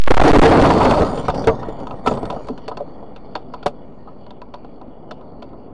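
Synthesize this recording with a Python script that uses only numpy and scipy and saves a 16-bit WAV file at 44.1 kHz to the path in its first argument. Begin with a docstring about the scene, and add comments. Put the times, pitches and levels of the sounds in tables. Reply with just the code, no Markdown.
"""A tree crashes onto a van in a storm: dense noise grains crunch and splinter, heard inside the cabin.
The caving roof squeezes the cabin air and pins the microphone against its limit,
so the crash breaks through in ragged bursts. Limbs boom and clang as struck panels and ringing modes.
Branches scrape and settle as patchy noise; twigs and heavy drops tick and knock on the body.
Behind them is muffled wind, with one late gust and a fine patter of rain that eases off."""
import sys
import numpy as np
from scipy import signal
from scipy.fft import rfft, irfft
from scipy.io import wavfile
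from scipy.ndimage import uniform_filter1d

SR = 44100
rng = np.random.default_rng(int(sys.argv[2]) if len(sys.argv) > 2 else 0)


def digitize_waveform(pressure):
    """Quantize a signal to 16-bit integers and store it at the path in sys.argv[1].

    Rows of a 2-D input are taken as channels; values are limited to [-1, 1].
    """
    field = np.atleast_2d(pressure).T
    bounded = np.clip(field, -1, 1)
    quanta = np.round(bounded * 32767).astype(np.int16)
    wavfile.write(sys.argv[1], SR, quanta)


N = 252693
TIME = np.arange(N) / SR  # s
STRIKE_TIME = np.arange(SR // 4) / SR  # s, the length of one struck sound
EDGE_HZ = 10420  # top of the microphone's band


def crash():
    """The falling tree: wood and metal break up on top of the slow pressure of the caving roof."""
    return crunch() + splinters() + snaps() + pressure()


def crunch():
    """Wood and sheet metal crush in countless small breaks, in three overlapping falls."""
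    # first boughs, then the trunk, then the crown: start_s, level_db, hold_s, t60_s
    falls = [(0.016, 2.1, 0.34, 0.26), (0.411, -5, 0.21, 0.64), (0.756, -13.5, 0.18, 0.56)]
    # colour of the crunch: frequency_hz, level_db (per Hz, relative)
    crunch_spectrum = [(12, -40.5), (20, -9), (152, -5), (219, -9), (291, -1), (340, -8.5), (441, -5),
                       (705, -8.5), (1070, -14), (1280, -14.5), (1710, -33), (3920, -38), (4470, -37),
                       (4960, -44), (10000, -49.5), (13000, -90), (22000, -120)]
    rise_s, sag_db_per_s = 0.085, 9
    body_hz, body_full_s = 414, 0.57
    force = sum(swell(s, db, rise_s, hold, t60, sag_db_per_s) for s, db, hold, t60 in falls)
    breaks = grains(per_s=800, spread_db=2.6, wash=.7) * amp(1.2 * drift(hz=30))
    breaks = patchy(breaks, depth_db=2.5, length_s=0.029, width_hz=310)
    out = colour(breaks, crunch_spectrum) * force
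    # the low body fills in as the trunk bears down
    missing_body = np.clip(1 - (TIME / body_full_s) ** 2, 0, 1)
    return out - dulled(out, body_hz, order=1) * missing_body


def splinters():
    """Wood fibres tear for as long as the tree is coming down, and shake the bright cabin trim."""
    fibres = grains(per_s=300, spread_db=3.5, wash=.3) * amp(2.5 * drift(hz=20))
    gain = swell(0, db=-38, rise_s=0.026, hold_s=0.89, t60=1.07)
    return evened(trim(fibres, 4200)) * gain


def snaps():
    """The first branches snap against the roof, each a very short pulse of pressure."""
    # start_s, peak_db
    first_snaps = [(.017, 8), (.039, 9.5), (.064, 5), (.073, 5)]
    out = np.zeros(N)
    for s, db in first_snaps:
        add(out, s, -amp(db) * signal.windows.hann(14))
    return out


def pressure():
    """The caving roof squeezes the cabin air; strong heaves keep the crunch from swinging the mic back."""
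    # surges of cabin pressure: start_s, end_s
    heaves = [(-.02, .073), (.082, .104), (.124, .138), (.148, .167), (.183, .194), (.206, .213),
              (.229, .235), (.313, .331), (.378, .385), (.399, .419)]
    # pressures before easing, in the units of the dry signal
    heave_pressure, jolt_pressure, load_pressure = 2.2, 0.96, 0.26
    jolt_end_s, load_end_s, ease_s = 0.3, 0.69, 0.36

    def until(end_s):
        return np.clip((end_s - TIME) / ease_s, 0, 1)

    heaving = sum((TIME > start) & (TIME < end) for start, end in heaves) * 1.
    surge = heave_pressure * uniform_filter1d(heaving, size=220)  # edges smoothed over 5 ms
    # the first jolt, then the weight of the tree
    return surge + jolt_pressure * until(jolt_end_s) + load_pressure * until(load_end_s)


def battering(count=26):
    """Boughs batter the sheet metal in overlapping knocks, each on another spot with a crack of wood."""
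    from_s, to_s = .43, 1.03
    level_db, fade_db_per_s, crack_db = -5.5, 14.5, -18  # crack relative to its knock
    out = np.zeros(N)
    for k, (late, spot, softness) in enumerate(rng.random((count, 3))):
        after_s = (k + late) / count * (to_s - from_s)
        knock = blow(700 * 2 ** spot, octaves=0.45, t60=0.044, rise=.001)
        knock += amp(crack_db) * crack(t60=0.077, ring_db=-5.5, hz=4200, tail_db=-6)
        add(out, from_s + after_s, amp(level_db - fade_db_per_s * after_s - 10 * softness) * knock)
    return out


def limbs():
    """Heavy wood strikes the roof: a boom of panels, a clang of modes, a crack of contact and a low thump."""
    # start_s, boom_db, ring_hz, t60_s, clang_db, clang_hz, crack_db, thump_db
    limb_strikes = [(.42, -14, 1000, 0.042, -10.5, 890, -24.5, -27),
                    (.452, -10, 1000, 0.094, 8.5, 502, -50, -25),
                    (.515, -5, 900, 0.33, -4, 794, -29.5, -24),
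                    (0.569, -2.5, 463, 0.23, 0.5, 455, -25.5, -15),
                    (.615, -2, 350, 0.16, -13, 455, -18, -0.5), (.655, -10.5, 450, 0.11, -7, 586, -23, -15),
                    (.703, -0.5, 750, 0.089, 3, 740, -30, -17), (.808, -8, 754, 0.21, -2.5, 773, -42, -20),
                    (.849, -3, 750, 0.2, -9, 840, -22, -26), (.909, -11.5, 702, .11, -4.5, 750, -21.5, -28),
                    (.973, -8.5, 705, 0.16, -24, 840, -33, -31),
                    (1.017, -4.5, 580, 0.11, -4, 595, -28.5, -9.5),
                    (1.282, -4, 880, 0.078, -13, 880, -31, -10),
                    (1.472, -2, 850, .14, 6.5, 430, -21.5, 0.5),
                    (1.684, -21.5, 366, .06, -17, 455, -46, -28),
                    (2.061, -4, 1150, 0.027, -9.5, 1290, -31.5, -29),
                    (2.072, 3.5, 1200, 0.046, -1.5, 1410, -25.5, -14),
                    (2.111, -7.5, 560, .08, -25.5, 457, -39, -28),
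                    (2.324, -17, 704, 0.1, -22, 730, -47, -40),
                    (2.499, -15.5, 275, 0.11, -26, 445, -57, -30),
                    (2.802, -20, 622, 0.13, -18, 592, -54, -56),
                    (3.66, -1.5, 1360, 0.037, -4, 685, -25.5, -19)]
    # a harder limb rings more of the roof: width of its ring at 0 dB, and the dB that double it
    width_octaves, widen_db = 1.38, 7
    out = np.zeros(N)
    for s, boom_db, ring_hz, t60, clang_db, clang_hz, crack_db, thump_db in limb_strikes:
        octaves = width_octaves * 2 ** (boom_db / widen_db)
        add(out, s, amp(boom_db) * blow(ring_hz, octaves, t60, rise=0.0037, sag=4.43))
        add(out, s, amp(clang_db) * clang(clang_hz, octaves=0.22))
        add(out, s, amp(crack_db) * crack(t60=0.059, ring_db=-8.5, hz=3080, tail_db=-7.5))
        add(out, s, amp(thump_db) * thump(hz=33.6, t60=0.077))
    return out


def branches():
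    """Boughs rumble as they slide on the roof while their twigs scratch the paint in fits and starts."""
    # slides: start_s, level_db, hold_s, t60_s, scrape_db (relative to the rumble)
    slides = [(0.721, -25, 0.47, 0.69, -20.5), (1.304, -22.5, 0.026, 2.97, -25),
              (2.033, -23.5, 0.038, 1.63, -23.5), (2.673, -40.5, 0.14, 16, -30)]
    # colour of the rumble: frequency_hz, level_db (per Hz, relative)
    rumble_spectrum = [(12, -23), (20, 0), (38, -2.5), (65, -11), (117, -3.5), (263, -3.5), (340, -10.5),
                       (456, -5.5), (534, -5.5), (963, -13), (1430, -24.5), (1700, -37.5), (2200, -38),
                       (2860, -74), (4840, -120)]
    # colour of the scrape: frequency_hz, level_db (per Hz, relative)
    scrape_spectrum = [(1060, -43.5), (1800, 3.5), (2670, -3.5), (3530, 5), (3820, -7), (4450, -1.5),
                       (4990, -4), (9110, -11.5), (11000, -44)]
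    rise_s = 0.043
    gains = np.array([swell(s, db, rise_s, hold, t60) for s, db, hold, t60, _ in slides])
    scrape_shares = amp([[row[-1]] for row in slides])
    # separate slides add up in energy
    sliding = np.linalg.norm(gains, axis=0)
    scraping = np.linalg.norm(gains * scrape_shares, axis=0)
    # rumble and scrape share the same jolts
    jolt = drift(hz=25)
    bumps = grains(per_s=450, spread_db=2.5, wash=.8) * amp(1.2 * jolt)
    scratches = grains(per_s=260, spread_db=3, wash=.7) * amp(2 * jolt)
    scratches = patchy(cabin(scratches), depth_db=6.5, length_s=0.09, width_hz=400)
    scrape = colour(scratches, scrape_spectrum)
    # a light touch makes hardly any treble
    bite = np.sqrt(scraping / scraping.max())
    # filtered forwards and backwards, so that the soft part stays in phase
    soft = dulled(scrape, 5000, order=4)
    soft = dulled(soft[::-1], 5000, order=4)[::-1]
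    return sliding * colour(bumps, rumble_spectrum) + scraping * (soft + bite * (scrape - soft))


def twigs():
    """Twigs and heavy drops tick sharply as the panel swells in answer; debris skitters between them."""
    # twigs and drops: start_s, knock_db (base of boom and clang), ring_hz, tick_db, treble_edge_hz
    light_knocks = [(1.127, -18, 780, -44, 6000), (1.175, -18.5, 780, -37, 6000),
                    (1.299, -24.5, 900, -30, 7000), (1.441, -25, 600, -35, 8000),
                    (1.629, -21.5, 1080, -43.5, 5000), (1.869, -26, 970, -42, 8000),
                    (1.909, -22, 1000, -42, 5000), (2.173, -21.5, 765, -45, 8000),
                    (2.228, -23, 650, -44, 7000), (2.253, -27.5, 900, -39.5, 9000),
                    (2.301, -17.5, 880, -33, 7040), (2.362, -21.5, 646, -57, 5020),
                    (2.485, -23, 680, -39.5, 9000), (2.577, -37, 1000, -44, 7000),
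                    (2.68, -20, 706, -33, 7300), (2.714, -21, 930, -47, 4000),
                    (2.771, -24.5, 860, -36.5, 7260), (3.026, -31.5, 750, -65, 3960),
                    (3.161, -37, 645, -43.5, 5000), (3.353, -17.5, 900, -27.5, 4800),
                    (3.537, -24, 900, -37.5, 5750), (3.628, -34, 670, -38.5, 4600),
                    (4.073, -30, 1050, -60, 4000), (4.265, -39, 700, -51.5, 4800),
                    (4.306, -33.5, 805, -45, 5100), (4.416, -32, 920, -45.5, 5000),
                    (4.539, -26, 900, -40.5, 5370), (4.646, -35, 730, -50, 5000),
                    (4.812, -30, 830, -54, 4500), (5.11, -26, 830, -34, 5840),
                    (5.21, -37.5, 1036, -57, 4000), (5.423, -30.5, 680, -42, 5340),
                    (5.53, -37, 900, -64, 4000)]
    # bits of bark and debris after the blows: start_s, tick_db
    skitters = [(1.253, -43), (1.345, -39.5), (1.361, -47.5), (1.377, -46), (1.425, -53), (1.801, -50.5),
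                (2.138, -42), (2.469, -48)]
    boom_db, clang_db = 2, 0.5  # relative to the knock
    out = np.zeros(N)
    for s, knock_db, ring_hz, tick_db, edge_hz in light_knocks:
        boom = blow(ring_hz, octaves=0.71, t60=0.074, rise=0.0044)
        add(out, s, amp(knock_db + boom_db) * boom)
        add(out, s, amp(knock_db + clang_db) * clang(ring_hz, octaves=0.57))
        tick = crack(t60=0.016, ring_db=-7, hz=rng.uniform(3200, 4600), tail_db=-6)
        add(out, s, amp(tick_db) * dulled(tick, edge_hz, order=3))
    for s, tick_db in skitters:
        add(out, s, amp(tick_db) * crack(t60=0.025, ring_db=-16, hz=3800, tail_db=1))
    return out


def storm():
    """The background weather: wind, its buffeting of the van, and fine rain."""
    return wind() + buffeting() + rain()


def wind():
    """Wind roars through the closed body as dark noise, its level wandering a little."""
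    # colour of the wind: frequency_hz, level_db (per Hz, relative)
    wind_spectrum = [(12, -33), (20, -18.5), (167, -13), (234, -5), (314, -10.5), (456, -12), (676, -14.5),
                     (1040, -24.5), (1430, -33), (1570, -44.5), (2200, -45), (2860, -68), (4840, -120)]
    level_db = -41.5 - 1.35 * drift(hz=0.98)
    eddies = grains(per_s=600, spread_db=2.5, wash=1.6) * amp(.6 * drift(hz=14))
    eddies = patchy(eddies, depth_db=-1.0, length_s=0.029, width_hz=150)
    return colour(eddies, wind_spectrum) * amp(level_db)


def buffeting():
    """Very low noise from the wind pushing on the body; one gust rocks the van."""
    gust_s, gust_width_s, gust_db = 5.38, 0.11, 9
    level_db = -50.5 + gust_db * np.exp(-((TIME - gust_s) / gust_width_s) ** 2)
    # frequency_hz, level_db (per Hz, relative)
    spectrum = [(15, -16.0), (42, -6.5), (70, -20.0), (140, -14.5), (260, -39.0), (900, -98.0)]
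    return colour(rng.standard_normal(N), spectrum) * amp(level_db)


def rain():
    """Fine rain patters on the glass as small bright grains, and steadily eases off."""
    # colour of the patter: frequency_hz, level_db (per Hz, relative)
    patter_spectrum = [(1100, -23), (1700, -7.5), (3500, -5), (4000, -15.5), (4500, -2.5), (5100, -21.5),
                       (13000, -53)]
    middle_db, ease_db_per_s = -62.5, 2.5  # level midway through the scene
    drops = grains(per_s=120, spread_db=2.5, wash=1.3) * amp(1.2 * drift(hz=9))
    drops = patchy(cabin(drops), depth_db=3.5, length_s=0.055, width_hz=400)
    level_db = middle_db - ease_db_per_s * (TIME - TIME.mean())
    return colour(drops, patter_spectrum) * amp(level_db)


def blow(ring_hz, octaves, t60, rise, sag=0):
    """A struck panel: resonances near ring_hz swell and die, sinking by sag octaves/s as it dents."""
    # resonances of the body panels: frequency_hz, width_hz, level_db
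    panel_modes = [(260, 55, 3), (457.8, 2.1, 9), (583, 9.8, -0.5), (740, 47, -4), (998, 8.2, -0.5),
                   (1270, 9.7, -3.5)]
    t = STRIKE_TIME
    hz = bins(t)
    panels = np.sqrt(sum(amp(db) ** 2 / (1 + ((hz - f) / width) ** 2) for f, width, db in panel_modes))
    near = 1 / (1 + (np.log2(hz / ring_hz) / max(octaves, .1)) ** 2)
    lining = 1 / np.sqrt(1 + (hz / 1550) ** 14)  # the roof lining soaks up the treble
    random_phase = np.exp(2j * np.pi * rng.random(len(hz)))
    field = signal.hilbert(irfft(panels * near * lining * random_phase, len(t)))
    # the same energy sloshes between the modes, so the ring holds steady as it decays
    field /= np.sqrt(uniform_filter1d(abs(field) ** 2, size=260) / 2 + 1e-20)
    slowed_time = np.cumsum(2 ** (-sag * t)) / SR
    ring = np.interp(slowed_time, t, field.real)
    return ring * (1 - np.exp(-t / rise)) * amp(-60 * t / max(t60, .01))


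def clang(near_hz, octaves):
    """The roof's modes ring as clear tones; each spot favours those near one pitch, slightly detuned."""
    # clear modes of the sheet-metal roof: frequency_hz, level_db, t60_s
    roof_modes = [(452.3, 7.5, 0.097), (595, 0, 0.088), (721.4, -1, 0.059), (828, -4.5, 0.078),
                  (988, 5.5, 0.056), (1315, -6.5, 0.057)]
    t = STRIKE_TIME
    hz, db, t60 = np.transpose(roof_modes)[:, :, None]
    detune, sign = rng.uniform(-1.3, 1, (2, len(hz), 1))
    share = amp(db) / (1 + (np.log2(hz / near_hz) / octaves) ** 2)
    tuned_hz = hz * (1 + 0.02 * detune)
    tones = np.sign(sign) * np.sin(2 * np.pi * tuned_hz * t) * amp(-60 * t / t60)
    return (share * tones).sum(0) / np.linalg.norm(share) * (1 - np.exp(-t / 0.0014))


def crack(t60, ring_db, hz, tail_db):
    """The snap of contact, brightest near hz: it chatters briefly, leaving a cabin tail and ringing trim."""
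    # colour of a tick: frequency_hz, level_db (per Hz, relative)
    tick_spectrum = [(880, -11.5), (1350, 12), (1810, -5.5), (2640, -4.5), (3090, -3), (3620, -6.5),
                     (3950, -8), (4590, -6.5), (5880, -12.5), (10000, -15.5), (13000, -52), (22000, -120)]
    hold_s, tail_t60_s, own_octaves = .005, .1, 2.8
    t = STRIKE_TIME
    chatter = amp(3.5 * evened(uniform_filter1d(rng.standard_normal(len(t)), size=70)))
    contact = amp(-60 * np.maximum(t - hold_s, 0) / t60)
    tail = amp(tail_db - 60 * t / tail_t60_s)
    fade = chatter * (contact + tail) * (1 - np.exp(-t / 0.00014))
    own_colour = 1 / np.sqrt(1 + (np.log2(bins(t) / hz) / own_octaves) ** 2)
    noise = irfft(rfft(rng.standard_normal(len(t))) * own_colour, len(t))
    snap = colour(noise, tick_spectrum) * fade
    sound = snap + amp(ring_db) * trim(snap, hz)
    return sound / np.sqrt(np.mean(sound[t < .01] ** 2))  # unit level over the first 10 ms


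def thump(hz, t60):
    """The whole roof flexes and pushes on the cabin air as a fast-dying low tone, with a dull shudder."""
    t = STRIKE_TIME
    # frequency_hz, level_db (per Hz, relative)
    spectrum = [(15, -12), (45, -6.0), (130, -4.5), (220, -9.0), (500, -65), (2000, -110)]
    shudder = colour(rng.standard_normal(len(t)), spectrum)
    flex = np.sin(2 * np.pi * hz * t)
    return (flex + amp(-2.0) * shudder) * amp(-60 * t / t60) * (1 - np.exp(-t / 0.00076))


def trim(x, favoured_hz):
    """What the trim rings with when x shakes it; each spot favours the resonances near one pitch."""
    # bright resonances of the cabin trim: frequency_hz, width_hz, level_db
    trim_modes = [(2680, 200, 12), (3580, 300, 11.5), (4380, 156, 16.5)]
    out = np.zeros(len(x))
    for hz, width, db in trim_modes:
        weight = 1 / (1 + (np.log2(hz / favoured_hz) / 0.52) ** 2)
        out += amp(db) * weight * signal.lfilter(*signal.iirpeak(hz, hz / width, SR), x)
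    return out


def cabin(x):
    """Close reflections inside the cabin blur each snap: a decaying noise echo with a t60 of 30 ms."""
    reflections = rng.standard_normal(2048) * amp(-60 * TIME[:2048] / .03)
    return evened(signal.oaconvolve(x, reflections)[:N])


def grains(per_s, spread_db, wash):
    """Countless small snaps of uneven size over a smooth wash of noise."""
    size = amp(spread_db * np.minimum(rng.exponential(1, N), 4))
    pulses = size * rng.choice([-1, 1], N) * (rng.random(N) < per_s / SR)
    return evened(evened(pulses) + wash * rng.standard_normal(N))


def patchy(x, depth_db, length_s, width_hz):
    """Lets each part of the spectrum surge and sink on its own, as the contact points shift."""
    z = signal.stft(x, nperseg=512)[2]
    field = rng.standard_normal(z.shape[::-1]).T
    # smooth the random gains along frequency, then along time
    for axis, spread in enumerate([width_hz * 512 / SR, length_s * SR / 256]):
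        smoother = np.expand_dims(signal.windows.gaussian(41, spread / 2), 1 - axis)
        field = signal.fftconvolve(field, smoother, "same")
    gain = amp(depth_db * np.clip(evened(field), -2, 2))
    return evened(signal.istft(z * gain)[1][:len(x)])


def drift(hz):
    """Slow chance of unit size, with wiggles up to about hz a second."""
    white = rng.standard_normal(N)
    return evened(irfft(rfft(white) / (1 + (bins(white) / hz) ** 4), N))


def swell(start, db, rise_s, hold_s, t60, sag_db_per_s=0):
    """A gain that rises to db, holds while sagging slowly, then dies away."""
    held = np.maximum(TIME - start - rise_s, 0)
    fall_db = sag_db_per_s * held + 60 * np.maximum(held - hold_s, 0) / t60
    return np.clip((TIME - start) / rise_s, 0, 1) * amp(db - fall_db)


def colour(x, spectrum):
    """Gives x a spectrum of (Hz, dB) points, at unit level."""
    hz, db = np.transpose(spectrum)
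    gain = amp(np.interp(np.log(bins(x)), np.log(hz + 1), db))
    return evened(irfft(rfft(x) * gain, len(x)))


def dulled(x, edge_hz, order):
    """Rolls off the treble above edge_hz."""
    return signal.sosfilt(signal.butter(order, min(edge_hz, EDGE_HZ), fs=SR, output="sos"), x)


def above(x, hz, order):
    """Rolls off everything below hz."""
    return signal.sosfilt(signal.butter(order, hz, "highpass", fs=SR, output="sos"), x)


def amp(db):
    """Amplitude ratio of a level in dB."""
    return 10 ** (np.asarray(db) / 20)


def evened(x):
    """Brings x to unit RMS level."""
    return x / np.sqrt(np.mean(x ** 2) + 1e-20)


def bins(x):
    """Frequencies in Hz of the spectrum of x, kept just above zero."""
    return np.fft.rfftfreq(len(x), 1 / SR) + 1e-3


def add(mix, s, sound):
    """Mixes sound in at s seconds, cut off at the end of the mix."""
    part = mix[max(round(s * SR), 0):][:len(sound)]
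    part += sound[:len(part)]


def overload(x, limit):
    """The microphone runs out of travel and flattens the wave, with rounded corners."""
    return x / (1 + abs(x / limit) ** 2.8) ** (1 / 2.8)


def scene():
    """Everything reaches one microphone inside the cabin."""
    sound = crash() + battering() + limbs() + branches() + twigs() + storm()
    return np.array([sound, sound])


def record(dry, limit=0.5, leak_db=-23, sag_hz=0.035, dull_hz=8500):
    """One overloaded, dull microphone: treble leaks past its limit, its offset sags, its band is limited."""
    spread_db, spread_hz, spread_s = -17, 3500, .002
    squashed = dulled(overload(dry, limit), dull_hz, order=1)
    leak = amp(leak_db) * above(dry, 1950, order=2)
    out = above(squashed + leak, sag_hz, order=1)
    # a faint, slightly delayed treble, of opposite sign left and right, widens the sound a little
    delayed = np.interp(TIME - spread_s, TIME, out[0])
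    side = amp(spread_db) * above(delayed, spread_hz, order=2)
    out = out * amp([[-.1], [.1]]) + np.array([side, -side])
    band_limit = signal.firwin(401, EDGE_HZ, window=("kaiser", 9), fs=SR)
    return signal.oaconvolve(out, band_limit[None], "same")


dry = scene()
out = record(dry)
digitize_waveform(out)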